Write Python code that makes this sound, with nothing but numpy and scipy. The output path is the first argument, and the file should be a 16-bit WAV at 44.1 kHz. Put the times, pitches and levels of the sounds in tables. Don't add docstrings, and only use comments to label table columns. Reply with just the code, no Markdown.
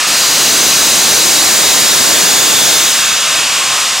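import sys
import numpy as np
from scipy import signal
from scipy.fft import rfft, irfft
from scipy.io import wavfile
from scipy.ndimage import uniform_filter1d, map_coordinates

SR = 44100
rng = np.random.default_rng(int(sys.argv[2]) if len(sys.argv) > 2 else 0)


def dump(signal):
    limited = np.clip(np.atleast_2d(signal).T, -1, 1)
    pcm = np.round(limited * 32767).astype(np.int16)
    wavfile.write(sys.argv[1], SR, pcm)


N = 176400


def amp(db):
    return 10 ** (np.asarray(db) / 20)


def at_hz(rows, hz):
    row_hz, values = np.transpose(rows)
    return np.interp(np.log(hz + 1), np.log(row_hz + 1), values)


def at_times(rows, time_s):
    row_s, *columns = np.transpose(rows)
    return [np.interp(time_s, row_s, column) for column in columns]


def wobble(rate_hz):
    return map_coordinates(rng.standard_normal(400), [np.arange(N) * rate_hz / SR], mode="wrap")


def bell(x, centre, width):
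    return np.exp(-.5 * ((x - centre) / width) ** 2)


def turbulence(patchy_db):
    hz, frame_s, spectra = signal.stft(rng.standard_normal((2, N)), SR, nperseg=1024)
    patches = uniform_filter1d(rng.standard_normal(spectra.shape[1:]), size=8, axis=0)
    patches = uniform_filter1d(patches, size=12, axis=1)
    return hz[:, None], frame_s, spectra * amp(patchy_db * patches / patches.std())


# frequency in Hz, base lag of the left microphone in radians.
LEFT_LAG = [(100, 0.33), (2900, 0), (4200, 0.49), (6300, 0.48), (8300, 0.84), (15000, 1.1)]
# time in seconds, stereo spread factor, factor on LEFT_LAG.
DIRECTION = [(0, 0.32, .5), (.3, 0.44, .45), (.57, 0.7, .55), (.63, 1, .7), (.7, 0.74, .6),
             (1.2, 1.06, .85), (1.9, 1.3, 1.3), (2.6, 1.34, 1.35), (2.9, 0.94, 1.25), (3.18, 1.05, 1.5),
             (3.28, 0.73, 1.2), (3.7, 0.71, 1.05), (4, 0.36, .65)]


def at_microphones(spectra, hz, frame_s, likeness):
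    spread, lag_factor = at_times(DIRECTION, frame_s)
    spread_rad = spread * np.arccos(np.clip(at_hz(likeness, hz), 0, 1)) / 2
    mid, side = spectra[0] * np.cos(spread_rad), spectra[1] * np.sin(spread_rad)
    half_lag = np.exp(.5j * lag_factor * at_hz(LEFT_LAG, hz))
    left, right = (mid + side) / half_lag, (mid - side) * half_lag
    pair = signal.istft(np.array([left, right]))[1][:, :N]
    return pair / pair.std()


# time in seconds, level in dB.
BLOW_OFF_LEVEL = [(0, -9), (.5, -5.5), (1.5, -8), (2.3, -6.6), (2.85, -6), (3.05, -7.5), (3.22, -7),
                  (3.33, -7.5), (3.5, -8.5), (3.8, -8.5), (3.91, -10), (4, -10.5)]
# frequency in Hz, relative spectral density in dB.
BLOW_OFF_SPECTRUM = [(30, -19), (130, -22), (380, -21.5), (560, -7), (1000, -3.5), (2000, -3), (2700, 0),
                     (4500, -0.9), (6800, -0.6), (8500, -4.5), (11000, -13.5), (16000, -28)]
# centre in Hz, width in Hz, lift in dB.
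PIPE_RESONANCES = [(1070, 41, 3.5), (1215, 74, 2.5), (1570, 270, 2), (2680, 260, 2), (3570, 97, 1.5)]
# peak time in seconds, half length in seconds, centre in Hz, width in Hz, lift in dB.
HOLLOW_RINGS = [(.02, .06, 1260, 40, 10), (.15, .15, 1730, 110, 4), (2.3, 0.34, 1650, 60, 6),
                (3.0, .14, 1600, 120, 2.5), (3.363, .05, 1180, 30, 4), (3.68, 0.092, 1076, 35, 8.5),
                (3.766, 0.033, 1240, 45, 10.5)]
# frequency in Hz, left-right likeness from 0 to 1.
BLOW_OFF_LIKENESS = [(100, 0.91), (1000, 1), (3000, 1), (6500, 0.96), (8300, 0.78), (15000, .35)]


def blow_off():
    hz, frame_s, noise = turbulence(patchy_db=0.58)
    pipe_db = sum(lift_db * bell(hz, centre_hz, width_hz)
                  for centre_hz, width_hz, lift_db in PIPE_RESONANCES)
    rings_db = sum(lift_db * bell(frame_s, peak_s, half_s) * bell(hz, centre_hz, width_hz)
                   for peak_s, half_s, centre_hz, width_hz, lift_db in HOLLOW_RINGS)
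    colour_db = at_hz(BLOW_OFF_SPECTRUM, hz) + pipe_db + rings_db
    rush = at_microphones(noise * amp(colour_db), hz, frame_s, BLOW_OFF_LIKENESS)
    level_db, = at_times(BLOW_OFF_LEVEL, np.arange(N) / SR)
    return rush * amp(level_db + 0.59 * wobble(rate_hz=14))


# time in seconds, level in dB with the cocks open.
JET_LEVEL = [(.08, -10), (.2, -6.5), (.33, -4.5), (.5, -3.5), (.95, -0.2), (1.6, 2.5), (2.3, 1.3),
             (2.75, 2)]
# frequency in Hz, relative spectral density in dB.
JET_SPECTRUM = [(30, -25), (200, -8), (600, -6.5), (1500, -6.5), (3000, -8), (4700, -2.5), (5500, -4.5),
                (6800, -1), (8300, -5.5), (11000, -11), (16000, -13.5)]
# time in seconds, lower centre in Hz, its lift in dB, upper centre in Hz, its lift in dB.
SHRILL_BANDS = [(.1, 4100, 7.5, 5900, 3), (.5, 4000, 6, 6200, 7), (1.0, 3970, 7, 6230, 4),
                (1.5, 3950, 4, 6000, 1.5), (2.0, 3630, 4, 6500, -1), (2.5, 3480, 7, 6500, 0),
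                (2.85, 3630, 8, 6350, 4)]
# frequency in Hz, share of the extra fade after shutting.
EXTRA_FADE_SHARE = [(30, 0.85), (400, 0.78), (2500, 0.074), (16000, 0)]
# frequency in Hz, left-right likeness from 0 to 1.
JET_LIKENESS = [(100, 0.42), (1500, 0.82), (3500, 1), (6500, 0.97), (8300, 0.73), (15000, 0.47)]


def drain_cocks():
    open_s, opening_s, shut_s = 0.065, .012, 2.74
    fade_db_per_s, extra_fade_db_per_s = 41, 57
    edge_hz, edge_lift_db, edge_decay_s = 4820, 10.5, 0.3
    hz, frame_s, noise = turbulence(patchy_db=0.94)
    lower_hz, lower_db, upper_hz, upper_db = at_times(SHRILL_BANDS, frame_s)
    shrill_db = lower_db * bell(hz, lower_hz, width=170) + upper_db * bell(hz, upper_hz, width=230)
    edge_decay = np.exp(-np.maximum(frame_s - open_s, 0) / edge_decay_s)
    edge_db = edge_lift_db * bell(hz, edge_hz, width=150) * edge_decay
    thinning_db = extra_fade_db_per_s * at_hz(EXTRA_FADE_SHARE, hz) * np.maximum(frame_s - shut_s, 0)
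    colour_db = at_hz(JET_SPECTRUM, hz) + shrill_db + edge_db - thinning_db
    hiss = at_microphones(noise * amp(colour_db), hz, frame_s, JET_LIKENESS)
    time_s = np.arange(N) / SR
    opening = np.clip((time_s - open_s) / opening_s, 0, 1)
    closing = amp(-fade_db_per_s * np.maximum(time_s - shut_s, 0))
    level_db, = at_times(JET_LEVEL, time_s)
    return hiss * opening * closing * amp(level_db + 0.19 * wobble(rate_hz=9.2))


def scene():
    return blow_off() + drain_cocks()


# frequency in Hz, gain in dB after the overload.
RECORDER_TONE = [(20, -25), (60, -6.5), (150, 0), (300, 2), (1000, -0.5), (4000, 0.5), (8000, 0.5),
                 (12000, -.5), (16000, -2)]


def record(dry):
    headroom, hardness = .47, 2.2
    rest_bias, bias_per_rms = .1, 0.15
    low_hz, top_hz, lag_at_10khz_rad = 12, 15800, 0.6
    rms = np.sqrt(np.abs(uniform_filter1d(dry ** 2, size=900, axis=1)))
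    biased = signal.resample(dry - rest_bias - bias_per_rms * rms, 2 * N, axis=1)
    clipped = biased / (1 + np.abs(biased / headroom) ** hardness) ** (1 / hardness)
    hz = np.fft.rfftfreq(2 * N, .5 / SR)
    tone = amp(at_hz(RECORDER_TONE, hz)) * np.exp(-1j * lag_at_10khz_rad * (hz / 10000) ** 3)
    passband = (hz > low_hz) & (hz < top_hz)
    filtered = irfft(rfft(clipped) * tone * passband)[:, ::2]
    return filtered * amp(0.11 * wobble(rate_hz=16))


dry = scene()
out = record(dry)
dump(out)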